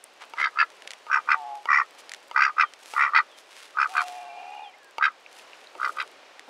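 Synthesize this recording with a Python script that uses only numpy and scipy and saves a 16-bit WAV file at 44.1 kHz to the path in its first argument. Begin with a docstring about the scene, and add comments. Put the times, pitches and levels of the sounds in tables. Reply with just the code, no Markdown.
"""Grassy yard: a domestic duck quacks close by, mostly in pairs, while another walks over the lawn.
Each quack is a rattle of about 70 bursts per second ringing one throat; a bill clack, a sum of
decaying sines, precedes most calls. Filtered noise grains swish and impulses tick in the grass;
nibbles and scuffs are ringing noise. A fowl further off whines with two beating tones, small birds
call in gliding sines, and filtered noise makes the outdoor hush."""
import sys
import numpy as np
from scipy import signal
from scipy.fft import rfft, irfft, next_fast_len
from scipy.io import wavfile
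from scipy.ndimage import uniform_filter1d

SR = 44100
rng = np.random.default_rng(int(sys.argv[2]) if len(sys.argv) > 2 else 0)


def master(y):
    """Save y as 16-bit WAV."""
    cut = np.clip(np.atleast_2d(y).T, -1, 1)
    pcm = np.round(cut * 32767)  # scale
    wavfile.write(sys.argv[1], SR, pcm.astype(np.int16))


N = 286209


def amp(db):
    """Amplitude factor of a level in dB."""
    return 10 ** (np.asarray(db) / 20)


def unit_rms(x):
    """Scales x to unit RMS."""
    return x / np.sqrt(np.mean(x ** 2) + 1e-20)


def add(mix, start_s, sound):
    """Adds sound into mix in place, cut at the end of mix."""
    part = mix[max(round(start_s * SR), 0):][:len(sound)]
    part += sound[:len(part)]


def colour(x, points, tilt_db_per_octave=0):
    """Filters x by (frequency [Hz], gain [dB]) points, tilted above about 1 kHz."""
    points_hz, points_db = np.transpose(points)
    octave = np.log2(np.fft.rfftfreq(len(x), 1 / SR) + 1)
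    gain_db = np.interp(octave, np.log2(points_hz), points_db)
    gain_db = gain_db + tilt_db_per_octave * np.maximum(octave - 10, 0)
    return irfft(rfft(x) * amp(gain_db), len(x))


def drift(n, hz):
    """Slow random wander of unit RMS: noise smoothed twice over 1 / hz."""
    size = int(SR / hz)
    smoothed = uniform_filter1d(rng.standard_normal(n), size)
    return unit_rms(uniform_filter1d(smoothed, size))


def ring(drive, hz, width_hz):
    """Doubled resonance: its response swells briefly, then dies away; unit RMS."""
    t = np.arange(len(drive)) / SR
    response = t * np.exp(-np.pi * width_hz * t) * np.sin(2 * np.pi * hz * t)
    return unit_rms(signal.fftconvolve(drive, response)[:len(t)])


# outdoor noise spectrum: (frequency [Hz], relative level [dB])
HUSH_SPECTRUM = [(30, -45), (100, -31), (200, -23), (300, -12.5), (540, -4), (820, -5.5), (1460, -9),
                 (2750, -11), (5450, -19.5), (9700, -32), (16000, -47.5)]


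def hush(level_db=-53, swell_db=1.22, side_db=-20):
    """Distant outdoor noise, slowly swelling, nearly the same in both channels."""
    mid, side = (unit_rms(colour(rng.standard_normal(N), HUSH_SPECTRUM)) for _ in range(2))
    level = amp(level_db + swell_db * drift(N, 4.1))
    return level * (mid + amp(side_db) * np.array([side, -side]))


# grass noise spectrum: (frequency [Hz], gain [dB])
GRASS_SPECTRUM = [(200, -25), (800, -14.5), (2500, -0.5), (5000, -1), (10000, -3), (13000, -11),
                  (16000, -21.5)]
# feet and feathers brush grass: (middle [s], half length [s], level [dB], tilt [dB/octave])
SWISHES = [(0.229, 0.028, -44, -11), (0.399, 0.024, -35, -11.5), (0.903, 0.095, -55, -10.5),
           (1.5, 2.8, -63.5, -4), (1.996, 0.013, -46, -2.5), (2.931, 0.1, -47.5, -2.5),
           (3.398, 0.027, -53.5, -2.5), (3.601, 0.091, -47.5, -5), (4.023, 0.17, -46.5, -4.5),
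           (5.375, 0.063, -54, -2.5), (5.58, 0.096, -54.5, -7), (5.916, 0.16, -54.5, -2)]


def swishes(grains_per_s=650, spread_db=8, smooth=0.92, clump_db=2.5):
    """Blades slip past each other: sparse grains plus smooth noise under a bell envelope."""
    out = np.zeros(N)
    for middle_s, half_s, db, tilt in SWISHES:
        t = np.arange(max(middle_s - 2 * half_s, 0), middle_s + 2 * half_s, 1 / SR)
        n = len(t)
        grains = (rng.random(n) < grains_per_s / SR) * rng.standard_normal(n)
        grains = grains * amp(spread_db * np.minimum(rng.exponential(1, n), 2))
        rub = unit_rms(grains) + smooth * rng.standard_normal(n)
        brush = unit_rms(colour(rub, GRASS_SPECTRUM, tilt))
        bell = np.exp(-((t - middle_s) / half_s) ** 2)
        add(out, t[0], amp(db + clump_db * drift(n, 110)) * brush * bell)
    return out


def crackle(per_s=14, db=-54, spread_db=4, fade_s=0.0017):
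    """Bent blades spring back at random: tiny fading noise clicks."""
    clicks = rng.random(N) < per_s / SR
    clicks = clicks * amp(db + spread_db * np.minimum(rng.exponential(1, N), 3))
    t = np.arange(SR // 100) / SR
    click = rng.standard_normal(len(t)) * np.exp(-t / fade_s)
    return colour(signal.fftconvolve(clicks, click)[:N], GRASS_SPECTRUM)


# bill nibbles at grass: (time [s], level [dB], pitch [Hz])
NIBBLES = [(0.04, -47.5, 9300), (5.262, -48.5, 2550), (5.395, -53.5, 2670), (5.532, -49, 2530),
           (5.671, -51, 4000)]


def nibbles(swell_s=0.00051, damping=0.31):
    """Soft pips: each a tiny rub of the bill ringing at one pitch."""
    out, t = np.zeros(N), np.arange(SR // 50) / SR
    for start_s, db, hz in NIBBLES:
        rub = rng.standard_normal(len(t)) * t * np.exp(-t / swell_s)
        add(out, start_s, amp(db) * ring(rub, hz, damping * hz))
    return out


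# bill modes: (nominal frequency [Hz], relative level [dB], t60 [s])
BILL_MODES = [(527, -41, 0.027), (926, 2, 0.043), (1260, 2, 0.021), (2206, -4.5, 0.032), (2820, 1.5, 0.01),
              (4730, -11, 0.021), (6000, -22, 0.015)]
# bill opens: (time [s], peak level [dB])
CLACKS = [(0.3367, -23), (1.067, -29.5), (1.6562, -19.5), (2.313, -22.5), (2.937, -20), (4.9831, -15),
          (5.752, -31.5)]


def clacks():
    """The bill parts with a hollow knock: decaying modes, slightly detuned each time."""
    out, t = np.zeros(N), np.arange(SR // 20) / SR
    for start_s, db in CLACKS:
        knock = np.zeros(len(t))
        for hz, mode_db, t60 in BILL_MODES:
            mode_hz = hz * rng.uniform(0.95, 1.038)
            knock += amp(mode_db - 60 * t / t60) * np.sin(2 * np.pi * mode_hz * t)
        add(out, start_s, amp(db) * knock / abs(knock).max())
    return out


# throat resonances: (nominal centre [Hz], width [Hz], level [dB], share of the tuning [exponent])
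THROAT = [(923, 76, -8.5, 0.44), (1236.4, 162, 6, 0.58), (1485, 193, 4.5, 0.76), (1982, 167, 0.5, 0.28),
          (2427, 260, -8.5, 0.4)]
# air in a burst: (frequency [Hz], level [dB])
AIR_SPECTRUM = [(400, -46.5), (2800, -30.5), (4200, -49), (7500, -49.5), (11000, -68), (16000, -82.5)]


def throat(hz, tuning, gape_db, bite_db, nasal_db, bright_db, rasp_db, bright_hz,
           pipe_width_hz=217, top_ring_db=-12.5):
    """Gain at hz: throat resonances, upper two lifted by gape and bite; five windpipe rings; air."""
    power = 0
    for (centre, width, db, share), lift_db in zip(THROAT, (0, 0, 0, gape_db, bite_db)):
        offset = 2 * (hz - centre * tuning ** share) / width
        power = power + amp(db + lift_db) ** 2 / (1 + offset ** 2) ** 2
    # two nasal, one bright, two rasp rings above it
    rings_hz = (3186, 3800, bright_hz, bright_hz * 1.16, bright_hz * 1.39)
    rings_db = (nasal_db, nasal_db, bright_db, rasp_db, rasp_db + top_ring_db)
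    for centre, db in zip(rings_hz, rings_db):
        power = power + amp(db) ** 2 / (1 + (2 * (hz - centre) / pipe_width_hz) ** 2) ** 1.54
    air_hz, air_db = np.transpose(AIR_SPECTRUM)
    return np.sqrt(power + amp(np.interp(np.log(hz + 1), np.log(air_hz), air_db)) ** 2)


def burst(voice, open_db, slide, rough=0.57, rough_top=0.77, puff_s=0.0016, rasp_s=0.0027,
          sweep_s=.002, sweep_hz=1100, glide_per_db=0.0018, scatter=0.016, suddenness=0.5):
    """Membrane builds up in low resonances, then snaps open: puff and longer rasp sweep upward.

    A nearly shut bill lowers and muffles it.
    """
    size = 2048
    t, hz = np.arange(size) / SR, abs(np.fft.fftfreq(size, 1 / SR))
    # 0 below sweep_hz, 1 from an octave above
    high = np.clip(np.log2(hz / sweep_hz + 1e-9), 0, 1) ** 2
    stretch = 1 + slide + glide_per_db * open_db + scatter * rng.standard_normal()
    gain = throat(hz / stretch, *voice) * amp(open_db * np.sqrt(high))
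    # suddenness: 0 = zero phase, 1 = minimum phase
    log_gain = signal.hilbert(np.log(gain))
    body = np.exp(log_gain.real - 1j * suddenness * log_gain.imag)[:size // 2 + 1]
    high = high[:len(body)]

    def noise(fade_s):
        """Spectrum of noise that swells and fades."""
        swell = t * np.exp(-t / fade_s)
        return rfft(unit_rms(rng.standard_normal(size) * swell)) / np.sqrt(size)

    puff, rasp = noise(puff_s), noise(rasp_s)
    noise_share = np.clip(rough + (rough_top - rough) * high, 0, 1)
    drive = np.sqrt(1 - noise_share)
    drive = drive + np.sqrt(noise_share * (1 - high)) * puff + np.sqrt(noise_share * high) * rasp
    # delays the highs by up to sweep_s
    sweep = np.exp(-2j * np.pi * np.cumsum(sweep_s * high) * SR / size)
    centred = np.fft.fftshift(irfft(drive * body * sweep))
    return unit_rms(centred * signal.windows.tukey(size))


# quacks: (first full burst [s], length [s], mean burst rate [1/s], relative crest level [dB],
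#   first burst re crest [dB], last burst re crest [dB], throat tuning [factor], gape lift [dB],
#   bite lift [dB], nasal rings [dB], bright ring [dB], rasp rings [dB], bright ring pitch [Hz])
QUACKS = [(.384, .087, 68.35, -14, -8.5, -4.5, 1.15, 8, -12, -15, -16, -22.5, 4780),
          (0.574, 0.048, 75.7, -9.5, -11.5, -2, 1.2, -1, 4.5, -22.5, -12.5, -30, 4670),
          (1.101, 0.079, 70.6, -11.5, -11.5, -4, 1.016, -10, -2, -47, -35, -24, 4710),
          (1.29, 0.048, 74.65, -11, -4, -0.5, 1.016, -2.5, 2.5, -28, -24.5, -24, 4400),
          (1.688, 0.13, 71.6, -10, -6, -5.5, 0.9, 8.5, 5, -32, -25, -18, 4690),
          (2.362, 0.138, 68.2, -10, -3, -15, 1.02, 0.5, 3.5, -28.5, -16.5, -21.5, 4680),
          (2.583, 0.056, 75.9, -10, -5, -2.5, 1.03, .5, 8, -21, -22, -16.5, 4460),
          (2.965, 0.1263, 70.47, -10, -5.5, -16, .93, 5, 3.5, -25.5, -30, -26, 4650),
          (3.136, 0.064, 77.3, -8.5, -8, -5, 0.97, 4.5, 2.5, -19, -14, -26, 4440),
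          (3.772, 0.09, 69.58, -13, -6, -6.5, 1.017, -12, -0.5, -39, -25, -24.5, 4480),
          (3.953, 0.063, 75.2, -12, -8, -7, 1.005, -8.5, 3, -21, -18, -41, 4400),
          (5.012, 0.075, 72.9, -12, -4, -7, 1.103, 0, -1.5, -18, -21, -29, 4703),
          (5.8, 0.1, 64.9, -17, -8.5, -5.5, 0.986, -6.5, -9, -23.5, -20.5, -26, 4600),
          (5.971, 0.059, 68.6, -20, -7.5, -6.5, 1, -5, 7, -12.5, -16.5, -27, 4740)]


def quacks(lead_s=.001, hurry_s=.0004, jitter_s=.0003, shimmer_db=1.17, level_db=-12.5,
           shut_db=-17, flow_db=-23, flow_s=0.013, bore_cut_hz=700,
           rise_power=2, fade_power=1.26, stutter_db=-17.5, slide=0.017):
    """Burst trains swell, hurry mid-call and fade; bill opens and shuts, resonances sink."""
    out = np.zeros(N)
    for start_s, length_s, rate, crest_db, first_db, last_db, *voice in QUACKS:
        steps = round(length_s * rate)
        # one feeble extra burst as the membrane starts and one as it stops
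        for k in range(-1, steps + 2):
            u = np.clip(k / steps, 0, 1)
            edge = abs(2 * u - 1)
            effort_db = first_db * edge ** rise_power if u < .5 else last_db * edge ** fade_power
            open_db = shut_db * (edge ** 2 - .3) + 2 * rng.standard_normal()
            if not 0 <= k <= steps:
                effort_db += stutter_db
            at_s = start_s - lead_s + k / rate
            at_s += hurry_s * np.sin(2 * np.pi * u) + jitter_s * rng.standard_normal()
            sound = burst(voice, open_db, slide * (.5 - u))
            burst_db = level_db + crest_db + effort_db + shimmer_db * rng.standard_normal()
            add(out, at_s - len(sound) / SR / 2, amp(burst_db) * sound)
        # air hums in the main resonance before, during and after the rattle
        t = np.arange(-.05, length_s + 0.074, 1 / SR)
        outside_s = np.maximum(np.maximum(-t, t - length_s), 0)
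        hum = ring(rng.standard_normal(len(t)), *THROAT[1][:2])
        add(out, start_s + t[0], amp(crest_db + flow_db) * np.exp(-outside_s / flow_s) * hum)
    # narrow throat passes little below its lowest resonance
    return signal.sosfilt(signal.butter(2, bore_cut_hz, "highpass", fs=SR, output="sos"), out)


# breaking stalk: (frequency [Hz], gain [dB])
SNAP_SPECTRUM = [(900, -9), (1800, 19.5), (7000, 7), (10500, 0.5), (14000, -24)]
# stalks snap and tick: (time [s], crack level before the snap filter [dB])
TICKS = [(0.703, -33.5), (.822, -31), (0.8755, -22), (0.907, -20.5), (0.916, -26), (.935, -26.5),
         (2.0945, -24), (2.118, -19), (2.137, -20.5), (2.1465, -24.5), (2.737, -29), (3.8124, -32),
         (4.0172, -19.5), (6.077, -36.5), (6.395, -29.5)]


def ticks(tail_db=-17, tail_s=0.0019):
    """Stalk breaks: one sharp crack and a splintery noise tail."""
    out, t = np.zeros(N), np.arange(SR // 50) / SR
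    for start_s, db in TICKS:
        splinters = amp(tail_db) * rng.standard_normal(len(t)) * np.exp(-t / tail_s)
        add(out, start_s, amp(db) * ((t == 0) + splinters))
    return colour(out, SNAP_SPECTRUM)


# dull scuffs on the turf: (time [s], relative level [dB], fade time constant [s])
SCUFFS = [(.855, -49, 0.031), (5.75, -42.5, 0.027), (5.83, -49, 0.24), (6.478, -40.5, .03)]


def scuffs(turf_hz=560, turf_width_hz=420, attack_s=0.00075, cut_hz=300):
    """Foot or bill presses into turf: a soft low thud of damped, ringing noise."""
    out, t = np.zeros(N), np.arange(SR // 3) / SR
    for start_s, db, fade_s in SCUFFS:
        envelope = np.minimum(t / attack_s, 1) * np.exp(-t / fade_s)
        thud = ring(rng.standard_normal(len(t)), turf_hz, turf_width_hz)
        add(out, start_s, amp(db) * envelope * thud)
    return signal.sosfilt(signal.butter(3, cut_hz, "highpass", fs=SR, output="sos"), out)


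# nasal rings: (ratio to the lower tone [factor], relative level [dB])
NASAL_RINGS = [(3.36, -2), (3.802, -5)]
# side tones: (multiple of the beat above the lower tone [factor], relative level [dB])
WHINE_SIDES = [(2, -19.5), (-1, -24.5), (3, -15)]
# two-toned whines: (start [s], length [s], nominal lower tone [Hz], late pitch arch [Hz],
#   mean beat [Hz], level [dB], upper re lower tone mid-note [dB], nasal ring re lower tone [dB])
WHINES = [(1.325, .29, 724, -11.5, 138, -43.5, 4.5, -40), (3.878, 0.57, 721, -4, 129.5, -42.5, -8, -10.5),
          (4.35, .37, 708.4, 61.5, 74.5, -46, 2.5, -5)]


def whines(waver=0.01, tiring_per_s=2.4, beat_waver=0.062, flutter_db=-0.5, nasal_width_hz=170,
           hoarse=0.96, opening_s=0.055, sag_hz_per_s=15, droop_hz=80, droop_s=0.0288,
           overshoot_hz=44.5, overshoot_at_s=0.0469, attack_s=0.039, release_s=0.085, handover_db=10):
    """Two membranes sing close together and beat; a hoarse nasal ring half follows the pitch."""
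    out = np.zeros(N)
    for start_s, length_s, mid_hz, arch_hz, beat_hz, db, upper_db, nasal_db in WHINES:
        t = np.arange(0, length_s, 1 / SR)
        n, u = len(t), t / length_s
        # pitch scoops past its mark, sinks slowly, then drops as the air runs out
        hz = mid_hz + arch_hz * np.sin(np.pi * u ** 2) - sag_hz_per_s * (t - length_s / 2)
        hz = hz - droop_hz * np.exp((t - length_s) / droop_s)
        hz = hz + overshoot_hz * np.exp(-(2 * t / overshoot_at_s - 2) ** 2)
        # shakier with time from the onset of the second whine
        tired = 1 + tiring_per_s * (start_s + t - WHINES[1][0]).clip(0)
        low = 2 * np.pi * np.cumsum(hz * (1 + waver * tired * drift(n, 110))) / SR
        beat = 2 * np.pi * np.cumsum(beat_hz * (1 + beat_waver * drift(n, 140))) / SR
        # upper tone gains handover_db on the lower over the note
        handover = amp(handover_db * (u - .5) / 2)
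        sides = sum(amp(side_db) * np.sin(low + round(m) * beat) for m, side_db in WHINE_SIDES)
        tone = np.sin(low) / handover + amp(upper_db) * handover * np.sin(low + beat)
        tone = tone + amp(upper_db / 2) * sides
        nasal = np.zeros(n)
        for ratio, ring_db in NASAL_RINGS:
            phase = ratio * (low + 2 * np.pi * mid_hz * t) / 2
            nasal += amp(ring_db) * (1 + hoarse * drift(n, nasal_width_hz)) * np.sin(phase)
        opening = np.minimum(t / opening_s, 1)
        voice = np.sqrt(2) * tone + amp(nasal_db) * opening * unit_rms(nasal)
        envelope = np.minimum(t / attack_s, 1) * np.minimum((length_s - t) / release_s, 1)
        add(out, start_s, amp(db + flutter_db * drift(n, 60)) * envelope * voice)
    return out


# small birds: (start [s], length [s], start pitch [Hz], end pitch [Hz], peak level [dB])
WHISTLES = [(2.594, .12, 3750, 3040, -51), (3.278, 0.12, 3863, 3100, -55), (4.17, 0.18, 1720, 1524, -56.5),
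            (4.616, 0.094, 3900, 3060, -49), (4.73, .03, 1876, 2194, -48.5),
            (4.739, 0.22, 1930, 1560, -56.5)]


def whistles(waver=0.0072):
    """Thin, wavering sines that glide quickly, mostly down, and level off."""
    out = np.zeros(N)
    for start_s, length_s, start_hz, end_hz, db in WHISTLES:
        u = np.linspace(0, 1, int(length_s * SR))
        hz = end_hz + (start_hz - end_hz) * (1 - u) ** 2
        hz = hz * (1 + waver * drift(len(u), 200))
        add(out, start_s, amp(db) * np.sin(np.pi * u) * np.sin(2 * np.pi * np.cumsum(hz) / SR))
    return out


def yard(x, near_db=-13, near_t60=0.069, far_db=-33, far_t60=0.34, turf_cut_hz=1300):
    """Quick scatter from ground and bodies, then an open-air tail; turf soaks up echo treble."""
    t = np.arange(SR // 2) / SR

    def scatter(db, t60):
        """Decaying noise echo of unit energy, scaled by db."""
        tail = rng.standard_normal(len(t)) * (t > .002) * amp(-60 * t / t60)
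        return amp(db) * tail / np.linalg.norm(tail)

    echo = scatter(near_db, near_t60) + scatter(far_db, far_t60)
    dull_echo = signal.lfilter(*signal.butter(1, turf_cut_hz, fs=SR), echo)
    return x + signal.fftconvolve(x, dull_echo)[:N]


def scene(side_db=-27, bill_cut_hz=420):
    """Sources nearly straight ahead; the two channels differ slightly in phase."""
    # small bill and thin stalks radiate little bass
    no_bass = signal.butter(3, bill_cut_hz, "highpass", fs=SR, output="sos")
    birds = yard(quacks() + clacks() + whistles())
    small = signal.sosfilt(no_bass, birds + ticks() + nibbles() + swishes())
    fowl = yard(whines(), far_db=-9, far_t60=0.52, turf_cut_hz=5000)
    mono = small + fowl + scuffs() + crackle()
    side = amp(side_db) * signal.hilbert(mono, next_fast_len(N))[:N].imag
    return mono + np.array([side, -side]) + hush()


def record(dry, edge_hz=15800):
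    """Linear-phase lowpass that limits the band."""
    lowpass = signal.firwin(511, edge_hz, window=("kaiser", 9), fs=SR)
    return signal.oaconvolve(dry, lowpass[None], "same")


dry = scene()
out = record(dry)
master(out)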